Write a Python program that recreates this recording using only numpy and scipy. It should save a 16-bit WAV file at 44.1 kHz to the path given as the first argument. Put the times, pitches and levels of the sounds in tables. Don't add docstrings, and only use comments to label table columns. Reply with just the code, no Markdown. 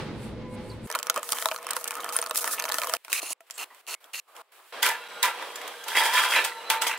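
import sys
import numpy as np
from scipy import signal
from scipy.fft import rfft, irfft, next_fast_len
from scipy.io import wavfile
from scipy.ndimage import uniform_filter1d

SR = 44100
rng = np.random.default_rng(int(sys.argv[2]) if len(sys.argv) > 2 else 0)


def wav_out(sig):
    wavfile.write(sys.argv[1], SR, np.round(np.clip(np.atleast_2d(sig).T, -1, 1) * 32767).astype(np.int16))


def gain_from_decibels(decibels):
    exponent = np.asarray(decibels, float) / 20
    return 10 ** exponent


N = 307816
SIZE = next_fast_len(N)

# frequency in Hz, level in dB, t60 in s.
FRAME_MODES = [(502, -16.5, 0.084), (652, -10, 0.07), (891, -10, 0.05), (1042, 0.5, 0.022),
               (1270, 3, 0.022), (1310, -10, 0.05), (1420, -3, 0.018), (1780, 2, 0.012), (2190, 0, 0.009),
               (2594, -1, 0.009), (3120, -4, 0.012)]
# frequency in Hz, level in dB, t60 in s.
STEEL_MODES = [(546, -6.5, 0.016), (915.6, 3, 0.038), (780, -18, 0.075), (1007, -4, 0.11),
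               (1181, -9.5, 0.056), (1364, 0.5, 0.032), (1574, 3.5, 0.019), (1735, 2, 0.042),
               (2040, -9, 0.01), (2024, 5, 0.021), (2150, -9, 0.024), (2362, 0.5, 0.026), (2587, 9, 0.0065),
               (2830, -14.5, 0.075), (3710, -14, 0.14), (3865, -10, 0.014), (4230, -4, 0.012)]
# frequency in Hz, level in dB.
MAINS_HUM = [(180, -66), (480, -55)]
# start in s, body in dB, whirr in dB, pawl pitch factor, brightness in dB per octave.
RATCHET_BURSTS = [
    (3.098, -39, -42.5, 0.94, -7),
    (3.128, -62, -31.5, 0.84, -3.0),
    (3.163, -53, -34.5, 0.91, -3),
    (3.216, -45, -37.5, 0.95, 2),
    (3.296, -41, -33, .99, 6.5),
    (3.577, -37, -36.5, 0.96, -3.5),
    (3.874, -42, -36, 0.96, -1.5),
    (4.132, -48, -36.5, 0.96, -.8),
]


def rms_one(x):
    return x / np.sqrt(np.mean(x ** 2) + 1e-20)


def in_time(rows):
    s, *columns = np.transpose(rows)
    return [np.interp(np.arange(N) / SR, s, column) for column in columns]


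def at_hz(points, hz):
    point_hz, value = np.array(points).T[:2]
    return np.interp(np.log(hz), np.log(point_hz), value)


def high_pass(x, order, cut_hz):
    return signal.sosfilt(signal.butter(order, cut_hz, "high", fs=SR, output="sos"), x)


def drift(rate_hz):
    r = np.exp(-80 * np.pi * rate_hz / SR)
    slow = signal.lfilter([1], [1, -2 * r, r * r], rng.standard_normal(N // 40 + 2002))[2000:]
    return np.interp(np.arange(N) / 40, np.arange(len(slow)), rms_one(slow))


def ring(clicks, hz, t60_s):
    r = gain_from_decibels(-60 / (t60_s * SR))
    w = 2 * np.pi * hz / SR
    return signal.lfilter([0, np.sin(w)], [1, -2 * r * np.cos(w), r * r], clicks + 1e-18)


def grit(per_s, spread_db):
    sizes = gain_from_decibels(spread_db * np.minimum(rng.exponential(1, N), 4)) * rng.choice([-1, 1], N)
    return sizes * (rng.random(N) < per_s / SR)


def coloured(spectrum, mid, side):
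    # frequency in Hz, left-right likeness.
    likeness = [(60, 0.78), (180, 0.86), (550, 0.82), (1650, 0.79), (4970, 0.12), (15000, 0.45)]
    hz = np.maximum(np.arange(SIZE // 2 + 1) * SR / SIZE, 1)
    alike = np.clip(at_hz(likeness, hz), 0, 1)
    mid = np.sqrt(1 + alike) * rfft(mid, SIZE)
    side = np.sqrt(1 - alike) * rfft(side, SIZE)
    pair = gain_from_decibels(at_hz(spectrum, hz)) * np.array([mid + side, mid - side])
    return rms_one(irfft(pair, SIZE)[:, :N])


def noise(spectrum, flicker_db):
    return gain_from_decibels(flicker_db * drift(4.7)) * coloured(spectrum, *rng.standard_normal((2, N)))


def rattle(modes, level_db, per_s, spread_db, shift_db=0):
    clicks = gain_from_decibels(level_db) * rms_one(grit(per_s, spread_db))
    power = sum(gain_from_decibels(2 * db) * t60_s * SR / (4 * np.log(1000)) for _, db, t60_s in modes)
    total = 0
    for hz, db, t60_s in modes:
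        favour = gain_from_decibels(shift_db * drift(12)) if shift_db else 1
        total = total + gain_from_decibels(db) * ring(clicks * favour * rng.standard_normal(N), hz, t60_s)
    return total / np.sqrt(power)


def tones(lines, wobble_db):
    turns = np.cumsum(1 + .002 * drift(15)) / SR
    return sum(np.sqrt(2) * gain_from_decibels(db + wobble_db * drift(12)) * np.sin(2 * np.pi * (hz * turns + rng.random()))
               for hz, db in lines)


def hits(events, modes, click_db, crack_db, body_db, scatter, contact_s):
    out, t = np.zeros((2, N + 3000)), np.arange(3000) / SR
    hz, db, t60_s = np.transpose(modes)[:, :, None]
    build_up = 1 - np.exp(-(t / contact_s) ** 2)
    crack_band = signal.butter(1, [1800, 15000], "band", fs=SR)
    for s, top_db, low_db, top_hz, crack_s in events:
        jitter = np.cumsum(.12 * rng.standard_normal(len(t)))
        click = gain_from_decibels(click_db) * np.sin(2 * np.pi * top_hz * t + jitter)
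        crack = gain_from_decibels(crack_db) * signal.lfilter(*crack_band, rng.standard_normal((2, len(t))))
        top = gain_from_decibels(top_db - 60 * t / crack_s) * (click + crack)
        held_hz = hz * (1 + scatter * rng.standard_normal(hz.shape))
        ringing = gain_from_decibels(db - 60 * t / t60_s) * np.sin(2 * np.pi * held_hz * t)
        body = rng.standard_normal(len(modes)) @ ringing
        body *= gain_from_decibels(low_db + body_db) / np.abs(body).max()
        pan = gain_from_decibels(0.74 * rng.standard_normal() * np.array([[1], [-1]]))
        at = round(s * SR)
        out[:, at:at + len(t)] += (top + body) * build_up * pan
    return out[:, :N]


def efforts(start_s, hold_s, level_db, rise_db_s, fall_db_s, rest_db):
    t = np.arange(0, N, 32) / SR
    late = t - start_s[:, None]
    rising = rise_db_s * np.minimum(late, 0)
    falling = fall_db_s * np.maximum(late - hold_s[:, None], 0)
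    each = level_db[:, None] + rising - falling
    return np.interp(np.arange(N) / SR, t, np.maximum(each.max(axis=0), rest_db))


def room(x, t60_s, wet_db, cut_hz):
    t = np.arange(SR // 2) / SR
    tail = coloured([(300, 0), (cut_hz, 0), (16000, -14)], *rng.standard_normal((2, N)))[:, :len(t)]
    tail = tail * gain_from_decibels(-60 * t / t60_s) * (t > .002)
    tail /= np.sqrt(np.mean(np.sum(tail ** 2, axis=1)))
    return x + gain_from_decibels(wet_db) * signal.fftconvolve(x * np.ones((2, 1)), tail, axes=1)[:, :N]


def hall():
    # frequency in Hz, density in dB per Hz.
    hall_colour = [(59, -58.5), (100, -15.5), (301, -9), (469, 2), (580, 1), (1240, 2), (1350, -3.5),
                   (2250, -3.5), (3900, -9.5), (5720, -17.5), (15800, -69.5)]
    return noise(hall_colour, flicker_db=3.0)


def far_air_line():
    # time in s, level in dB.
    puff_levels = [(0.0, -65), (0.092, -74), (0.244, -55), (0.432, -84), (0.55, -59), (0.566, -74),
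                   (0.696, -59), (0.806, -79), (0.86, -52.5)]
    # frequency in Hz, density in dB per Hz.
    puff_colour = [(5000, -26), (7500, 0), (9900, 3), (11000, -10), (11500, -34), (12900, -4), (15000, -15),
                   (15600, -30)]
    return gain_from_decibels(in_time(puff_levels)[0]) * noise(puff_colour, flicker_db=2)


def far_hoist():
    # frequency in Hz, level in dB.
    far_lines = [(506.0, -47), (839.8, -59.5), (1007, -59.5), (2013, -69), (2180, -62.5)]
    # time in s, level in dB.
    far_swell = [(0, -3), (.3, -14), (.45, 1.5), (.62, -1.5), (.7, -4.5), (.87, -13)]
    return gain_from_decibels(in_time(far_swell)[0]) * tones(far_lines, wobble_db=3.5)


def yard():
    # time in s, low rumble in dB, air in dB.
    yard_levels = [
        (0.0, -35.5, -40),
        (0.044, -40.5, -45.5),
        (0.865, -42.5, -55),
    ]
    # frequency in Hz, density in dB per Hz.
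    rumble_colour = [(15, -54), (25, -37), (46, -22), (113, -2), (220, -1), (444, -8), (501, -7.5),
                     (626, -13), (1500, -55), (1950, -54), (3300, -120)]
    air_colour = [(470, -42), (800, -3.5), (3330, -13), (4370, -15), (7180, -29), (9920, -35), (11500, -60),
                  (12900, -44), (15500, -43)]
    # frequency in Hz, level in dB, t60 in s.
    low_hum_modes = [(61, -1.5, .5), (110, 8, 0.28), (163, -9, 0.26), (222.7, 2.5, 0.43), (326, -7, 0.35),
                     (379, -5.5, 0.35)]
    # start in s, click in dB, body in dB, click in Hz, crack t60 in s.
    scuff_events = [
        (.697, -40, -42, 4600, .06),
        (.712, -40, -44, 4150, .06),
    ]
    rumble_db, air_db = in_time(yard_levels)
    rumble = gain_from_decibels(rumble_db) * noise(rumble_colour, flicker_db=1.0)
    air = gain_from_decibels(air_db) * noise(air_colour, flicker_db=1.6)
    low_hum = rattle(low_hum_modes, -42.5, 3000, spread_db=1.0)
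    scuff = hits(scuff_events, STEEL_MODES[1:4], click_db=0, crack_db=-22, body_db=0, scatter=.02, contact_s=.003)
    return rumble + air + far_air_line() + low_hum + far_hoist() + scuff


def knob_knocks():
    # start in s, click in dB, frame in dB, click in
    # Hz.
    knock_events = [(0.9006, -22, -18, 8400), (0.9137, -21.5, -23.5, 5750), (0.9502, -14, -14, 4080),
                    (0.9883, -18, -29, 7740), (1.0285, -16.5, -21, 7500), (1.0687, -19, -19, 5800),
                    (1.0982, -5, -11, 6430), (1.1606, -18.5, -30, 7800), (1.2903, -18.5, -25, 10100),
                    (1.321, -8, -19, 8760), (1.4235, -18, -20.5, 4060), (1.4567, -9.5, -11, 3930),
                    (1.5135, -23, -15, 4100), (1.7067, -14.5, -36, 8400), (1.7328, -19, -35, 8600),
                    (1.7656, -14.5, -15, 10000), (1.8418, -17, -34, 9700), (1.8767, -17.5, -35, 8700),
                    (1.9072, -19, -18.5, 9250), (2.3573, -13.5, -42, 11400), (2.4424, -15.5, -11, 6000),
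                    (2.5316, -21, -55, 10100), (2.5979, -14, -18.5, 6200), (2.6915, -17.5, -22.5, 4770),
                    (2.72, -12.5, -16, 4230), (2.784, -12.5, -15, 4240), (2.9367, -10, -11, 4790),
                    (0.9246, -21.5, -25, 5900), (0.956, -18.5, -14, 3000), (.998, -27, -30, 7500),
               (1.083, -47, -25, 3000), (1.1654, -30, -23, 7400), (1.193, -32, -45, 7550),
               (1.3182, -20, -40, 9000), (1.5188, -24, -17, 2970), (1.5444, -33, -21.5, 3000),
               (1.5774, -32.5, -36, 7000), (1.5863, -34, -27, 6000), (1.628, -31, -32, 8550),
               (1.6458, -34, -32, 8000), (1.709, -15, -37, 8700), (1.83, -35, -36, 9000),
               (1.855, -30, -25, 8900), (1.880, -20, -33, 8550), (1.918, -25, -28, 8000),
               (1.94, -28, -36, 9000), (1.971, -33, -33, 9000), (2.095, -26, -25, 8700),
               (2.102, -36, -34, 9400), (2.239, -26, -26, 10500), (2.271, -27.5, -35, 9200),
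               (2.3922, -25, -34, 2950), (2.4224, -38, -27, 2980), (2.5938, -22, -26, 6100),
               (2.6593, -28, -26, 5960), (2.6872, -22, -26, 5960), (2.699, -25, -16, 4000),
               (2.7155, -21, -25, 3950), (2.731, -22.5, -26, 9050), (2.7422, -15, -25, 6100),
               (2.817, -17, -17, 2500), (2.8435, -23, -21, 6040), (2.949, -21, -34, 3070),
               (2.966, -25.5, -29, 2600)]
    # start in s, click in dB, click in
    # Hz.
    further_knocks = [(1.1422, -25, 9900), (1.2301, -22, 8000), (1.4862, -18, 3930), (1.5612, -22.5, 4300),
                      (1.6672, -21.5, 9640), (1.689, -28, 9800), (1.176, -21, 8800), (1.33, -16, 4800),
                      (1.385, -19.5, 3640), (1.953, -22, 9000), (2.004, -26, 3740), (2.0437, -20.5, 8650),
                      (2.09, -22, 4600), (2.124, -22, 8100), (2.188, -15, 10000), (2.2622, -20.5, 4600),
                      (2.225, -19, 6100), (2.3096, -16.5, 3800), (2.476, -15, 11000), (2.6223, -20, 4450),
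                      (2.6398, -17.5, 4270), (2.653, -18.5, 6270), (2.8343, -19.5, 4460), (2.871, -21, 11400),
                      (2.8954, -18.5, 8000)]
    # start in s, click in dB, frame in dB, click in Hz.
    pin_pings = [
        (2.1641, 0.5, -46, 9560),
        (2.2146, -8, -40, 9020),
        (2.295, -15.5, -30, 8600),
    ]
    touches = knock_events + [(s, db, db - 1, hz) for s, db, hz in further_knocks]
    events = [(*touch, .0085) for touch in touches]
    bounces = rng.random((len(touches), 3)) * [.005, -8, .4] + [.002, -10, .8]
    for (s, top_db, low_db, hz), (lag_s, loss_db, shift) in zip(touches, bounces):
        events.append((s + lag_s, top_db + loss_db, low_db + loss_db, hz * shift, .007))
    knocks = hits(events, FRAME_MODES, click_db=-1.0, crack_db=3.5, body_db=-1.0, scatter=0.049, contact_s=0.00072)
    pings = hits([(*ping, .012) for ping in pin_pings], FRAME_MODES, click_db=0, crack_db=-14, body_db=2,
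                 scatter=.04, contact_s=.0016)
    return knocks + pings


def knobs():
    # start in s, hold in s, frame rattle in dB, scratch in dB.
    grips = [(0.941, 0.058, -41, -49.5), (1.164, 0.0053, -31, -41), (1.24, 0.083, -50, -42.5),
             (1.305, 0.14, -39.5, -37), (1.452, 0.096, -53, -43.5), (1.68, 0.097, -40.5, -50),
             (1.76, 0.051, -45, -42.5), (1.864, 0.24, -39.5, -48), (2.132, 0.035, -34, -32.5),
             (2.197, 0.11, -42.5, -50.5), (2.347, 0.0059, -34, -32.5), (2.368, 0.0115, -37, -28.5),
             (2.408, 0.11, -38.5, -35.5), (2.528, 0.0077, -36.5, -27), (2.584, 0.11, -39.5, -45),
             (2.741, 0.0047, -28, -30.5), (2.76, 0.27, -38.5, -41)]
    # frequency in Hz, density in dB per Hz.
    scratch_colour = [(1470, -49), (2500, -23.5), (3560, -5), (6310, 0), (7190, -1), (9570, 3), (15800, -2)]
    start_s, hold_s, rattle_db, scratch_db = np.transpose(grips)
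    rise_db_s, fall_db_s = 1407, 447
    rattle_db = efforts(start_s, hold_s, rattle_db, rise_db_s, fall_db_s, rest_db=-49.5)
    scratch_db = efforts(start_s, hold_s, scratch_db, rise_db_s, fall_db_s, rest_db=-55.5)
    frame = rattle(FRAME_MODES, rattle_db - 4, 700, spread_db=3.5, shift_db=5)
    scratch = coloured(scratch_colour, grit(6000, spread_db=2.5), grit(6000, spread_db=2.5))
    near = room(knob_knocks() + frame, t60_s=.06, wet_db=-17.0, cut_hz=3000)
    return near + gain_from_decibels(scratch_db + 3 * drift(60)) * scratch + tones(MAINS_HUM, wobble_db=1.5)


def ratchet(start_s, now):
    # frequency in Hz, density in dB per Hz.
    whirr_colour = [(880, -47), (1500, -18), (2600, -21), (3430, -9), (5560, 0), (9940, 1.5), (15800, -5)]
    # frequency in Hz, level in dB, t60 in s.
    pawl_modes = [(1360, -20.5, .03), (2080, -12, 0.0095), (2840, 2, 0.0088), (4450, -2, 0.0093),
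                  (7000, 2.5, 0.0022), (10100, -3, .007)]
    t = np.arange(N) / SR
    teeth_per_s = 370 - 1400 * np.clip(t - start_s[now], 0, .1) + 15 * drift(40)
    teeth = np.cumsum(teeth_per_s) / SR
    strength = gain_from_decibels(2 * rng.standard_normal(4000))[teeth.astype(int)]
    pulses = strength * np.exp(-4.0 * (teeth % 1)) + np.where(t < 3.21, .5, .12)
    hiss = coloured(whirr_colour, *(pulses * rng.standard_normal((2, N))))
    pawl = np.zeros((2, N))
    for s, _, _, pitch, tilt_db in RATCHET_BURSTS:
        span = slice(round(s * SR) - 200, round(s * SR) + 5500)
        mine = (start_s[now[span]] == s) | (t[span] < s)
        buzz = 0
        for hz, db, t60_s in pawl_modes:
            level_db = db + tilt_db * np.log2(hz / 4000) + 2 * drift(25)[span]
            strikes = pulses[span] * rng.standard_normal((2, len(mine)))
            buzz = buzz + gain_from_decibels(level_db) * ring(strikes, hz * pitch, t60_s)
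        pawl[:, span] = np.where(mine, rms_one(buzz + .6 * buzz[::-1]), pawl[:, span])
    return gain_from_decibels(-1.0) * hiss + gain_from_decibels(-2.0) * high_pass(pawl, 2, 500)


def socket_tool():
    # start in s, body in dB.
    idle_snatches = [(2.972, -63), (3.041, -53), (3.201, -44.5), (3.334, -72), (3.347, -80), (3.403, -62),
                     (3.465, -56), (3.511, -49), (3.645, -50), (3.663, -56), (3.7, -54), (3.743, -52.5),
                     (3.814, -62.5), (3.952, -66), (4.004, -54), (4.064, -57), (4.201, -64.5), (4.278, -55.5),
                     (4.351, -48), (4.42, -71), (4.518, -52), (4.598, -50.5), (4.694, -51)]
    # frequency in Hz, density in dB per Hz.
    body_colour = [(88, -62.5), (150, -37), (352, -9.5), (499, -5), (1130, -0.5), (1280, -0.5),
                   (1620, -8.5), (2200, -21), (2860, -25), (4840, -120)]
    idle_colour = [(880, -51), (1500, -9.5), (3080, -10), (6260, -20), (7850, -15.5), (15800, -18)]
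    # start in s, click in dB, frame in dB, click in Hz.
    socket_taps = [(3.048, -27.5, -34, 2420), (3.0809, -34, -30.5, 2320), (3.129, -5.5, -37, 2520),
                   (3.406, -38, -38, 1920), (3.119, -21, -34, 3000), (3.229, -20, -34, 680),
                   (3.232, -27, -39, 700), (3.308, -26, -29, 695), (3.325, -42, -47, 800),
                   (3.747, -41, -50, 8170), (4.06, -55, -64, 9000), (3.5, -35, -36, 2040),
                   (3.5084, -21.5, -55, 7360), (3.867, -33, -46, 2760), (4.042, -34.5, -52, 3200),
                   (4.365, -33, -40, 2940)]
    # start in s, ring in dB, body in dB, ring in Hz, t60 in s.
    tool_rings = [
        (3.702, -50, -80, 1950, 0.17),
        (3.706, -47, -80, 1000, 0.23),
        (3.955, -58, -80, 2200, 0.15),
    ]
    # frequency in Hz, level in dB, t60 in s.
    bit_modes = [(7500, -3, .005), (8200, -12, .01)]
    # time in s, level in dB.
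    bit_shake = [
        (3.507, -90),
        (3.509, -56),
        (3.575, -49),
        (3.64, -56),
        (3.65, -90),
    ]
    snatches = sorted([row[:3] for row in RATCHET_BURSTS] + [(s, db, db - 5.5) for s, db in idle_snatches])
    start_s, body_db, whirr_db = np.transpose(snatches)
    now = np.clip(np.searchsorted(start_s, np.arange(N) / SR) - 1, 0, None)
    body_db, whirr_db = uniform_filter1d(np.array([body_db[now], whirr_db[now]]), size=200)
    whirr = np.where(whirr_db > -47, ratchet(start_s, now), noise(idle_colour, flicker_db=2.1))
    body = gain_from_decibels(body_db - 8.5) * noise(body_colour, flicker_db=4.5)
    taps = hits([(*tap, 0.0074) for tap in socket_taps], FRAME_MODES, click_db=-2.5, crack_db=0.0, body_db=-3.0,
                scatter=0.03, contact_s=0.00038)
    rings = hits(tool_rings, FRAME_MODES, click_db=0, crack_db=-20, body_db=0, scatter=0, contact_s=.002)
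    loose_bit = rattle(bit_modes, in_time(bit_shake)[0], 600, spread_db=2.5)
    return gain_from_decibels(whirr_db) * whirr + body + rings + loose_bit + room(taps, t60_s=0.035, wet_db=-9.0, cut_hz=13000)


def near_hoist():
    # frequency in Hz, level in dB.
    lift_lines = [(1421, -58), (1588, -58), (2697, -61), (3784, -60), (4027, -59)]
    lower_lines = [(909.8, -49), (1346, -51), (2880, -59), (4032, -51.5)]
    # time in s, lifting in dB, lowering in dB.
    motor_run = [
        (4.72, 0, -30),
        (5.2, 0, -30),
        (5.4, -10, -20),
        (6.4, -15, -10),
        (6.55, -30, 0),
        (6.98, -30, -3),
    ]
    # frequency in Hz, level in dB, t60 in s.
    gear_modes = [(5975, -65, .05), (7900, -64, .05), (8050, -67, .05), (3838, -58, .07), (2880, -60, .08)]
    # time in s, gear level in dB.
    gear_run = [(4.72, -20), (5.07, -12), (5.09, 0), (5.22, 0), (5.4, -10), (6.5, -7), (6.98, -7)]
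    lift_db, lower_db = in_time(motor_run)
    gear_db = in_time(gear_run)[0]
    whine = gain_from_decibels(lift_db) * tones(lift_lines, wobble_db=6.0) + gain_from_decibels(lower_db) * tones(lower_lines, wobble_db=4.0)
    gears = sum(rattle([(hz, 0, t60_s)], db + gear_db, 3000, spread_db=2) for hz, db, t60_s in gear_modes)
    return whine + gears


def load_blows():
    # start in s, click in dB, steel in dB, click in Hz.
    blow_events = [(4.827, -11.5, -8.5, 3490), (4.862, -17, -19, 11900), (4.887, -18.5, -11, 2480),
                   (5.253, -22, -7, 2430), (5.838, -32, -50, 6500), (5.881, -23, -37, 3200),
                   (6.818, -16.5, -17, 7850), (6.878, -21, -20, 6300), (6.974, -36, -62, 7600),
                   (5.2275, -10, -16, 3790), (5.4223, -35.5, -18.5, 3250), (5.5564, -26, -41, 7200),
                   (5.6135, -34, -14, 3260), (5.676, -28.5, -64, 3240), (6.3596, -21, -0.5, 3130),
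                   (6.4463, -16.5, -32, 8320), (6.6993, -11.5, -4, 3440), (6.868, -17.5, -42, 3280)]
    landing_s, landing_modes = 6.708, [(893, -27, .6), (912, -34, .4)]
    blows = hits([(*blow, 0.031) for blow in blow_events], STEEL_MODES, click_db=-4, crack_db=1, body_db=-5.5,
                 scatter=0.036, contact_s=0.0016)
    landing = 1. * (np.arange(N) == round(landing_s * SR))
    return blows + sum(gain_from_decibels(db) * ring(landing, hz, t60_s) for hz, db, t60_s in landing_modes)


def hoisting():
    # start in s, hold in s, clatter in dB, jingle in dB.
    jolts = [(4.826, 0.048, -23.5, -27.5), (5.229, 0.019, -22.5, -28.5), (5.884, 0.076, -34.5, -38),
             (5.957, 0.035, -23.5, -32.5), (5.968, 0.034, -21.5, -27), (6.038, 0.034, -24, -29),
             (6.138, 0.061, -23, -28), (6.224, 0.027, -22.5, -30), (6.092, .035, -30.5, -35),
             (6.27, 0.034, -29.5, -36), (6.382, 0.029, -31, -35.5), (6.304, 0.06, -27.5, -31.5),
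             (6.365, 0.013, -21, -32), (6.442, 0.0051, -27, -31), (6.701, 0.0086, -23.5, -28.5),
             (6.817, 0.0041, -27.5, -28.5), (6.867, 0.0053, -23.5, -29), (6.885, 0.03, -28.5, -39)]
    # time in s, level in dB.
    rolling = [(4.72, -1), (5.22, -2.5), (5.3, 1), (6.3, 0), (6.5, 0.5), (6.98, -8)]
    # frequency in Hz, level in dB, t60 in s.
    link_modes = [(3270, 2, .12), (4890, -5, .06), (5360, -13, .05), (8220, -15, .03), (9800, -13, .04)]
    # frequency in Hz, density in dB per Hz.
    jingle_colour = [(1760, -42), (3000, -5), (3350, -3.5), (3960, -15.5), (4980, -10), (5890, -14.5),
                     (9580, -12.5), (15800, -20.5)]
    # time in s, level in dB.
    wheel_squeal = [
        (5.2, -59),
        (5.32, -57),
        (5.85, -55),
        (5.9, -77),
    ]
    t = np.arange(N) / SR
    drag_start_s, drag_end_s, snag_s = 5.87, 6.4, 6.35
    clatter_sway_db, jingle_sway_db = -48.5, -51
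    start_s, hold_s, clatter_db, jingle_db = np.transpose(jolts)
    dragged = (start_s > drag_start_s) & (start_s < snag_s)
    rise_db_s = np.where(dragged, 603, 3002)[:, None]
    clatter_db = efforts(start_s, hold_s, clatter_db, rise_db_s, 199, clatter_sway_db)
    jingle_db = efforts(start_s, hold_s, jingle_db, rise_db_s, 272, jingle_sway_db)
    rolling_db = in_time(rolling)[0]
    slackened_db = jingle_db + np.minimum(rolling_db, 0) * (jingle_db <= jingle_sway_db + 1)
    jingle_db = np.maximum(slackened_db, jingle_sway_db + rolling_db)
    link_db = jingle_db - 2.5
    link_db = np.where(t < 5.28, np.maximum(link_db, -42), link_db)
    taut = np.abs(t - (drag_start_s + drag_end_s) / 2) <= (drag_end_s - drag_start_s) / 2
    slack_db = np.where(taut, 0, -12)
    steel = rattle(STEEL_MODES, clatter_db - 3, 1300, spread_db=3.5, shift_db=4)
    links = rattle(link_modes, 1.5 * link_db + 15 + slack_db, 1500, spread_db=2.0)
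    squeal = rattle([(3280, 0, 0.03)], in_time(wheel_squeal)[0], 3200, spread_db=2.0)
    jingle = coloured(jingle_colour, grit(4000, spread_db=2.0), grit(4300, spread_db=2.5))
    far = room(steel + links + squeal + load_blows(), t60_s=0.26, wet_db=-8.0, cut_hz=31500)
    far = high_pass(far, 2, 400)
    return far + gain_from_decibels(jingle_db + 0.5) * jingle + near_hoist() + tones(MAINS_HUM, wobble_db=3.0)


def scene():
    cuts_s = [0, .868, 2.971, 4.722, 6.98]
    hall_db = [-51.5, -73, -45.5]
    t, out = np.arange(N) / SR, 0
    background = hall()
    for k, view in enumerate([yard, knobs, socket_tool, hoisting]):
        since_s = t - cuts_s[k] + (k == 0)
        left_s = cuts_s[k + 1] + (k == 3) - t
        gate = np.clip(np.minimum(since_s, left_s) / .003, 0, 1)
        sound = view()
        if k > 0:
            sound = high_pass(sound + gain_from_decibels(hall_db[k - 1]) * background, 4, 260)
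        out = out + gate * sound
    return out * np.clip(np.abs(t - 5.082) / .004, .1, 1)


def low_pass(x):
    return signal.sosfilt(signal.butter(12, 16970, fs=SR, output="sos"), x)


def record(dry):
    # frequency in Hz, left-right difference in dB.
    side_lean = [(60, 0.5), (240, -0.5), (950, -0.5), (3770, -2), (15000, 0)]
    hz = np.arange(SIZE // 2 + 1) * SR / SIZE + 1
    lean = gain_from_decibels(at_hz(side_lean, hz) / 2)
    top = gain_from_decibels(np.interp(hz, [15700, 16000, 17000, 17300], [1, -23, -39, -80]))
    mix = irfft(rfft(dry, SIZE) * top * np.array([lean, 1 / lean]), SIZE)[:, :N]
    return low_pass(mix)


dry = scene()
out = record(dry)
wav_out(out)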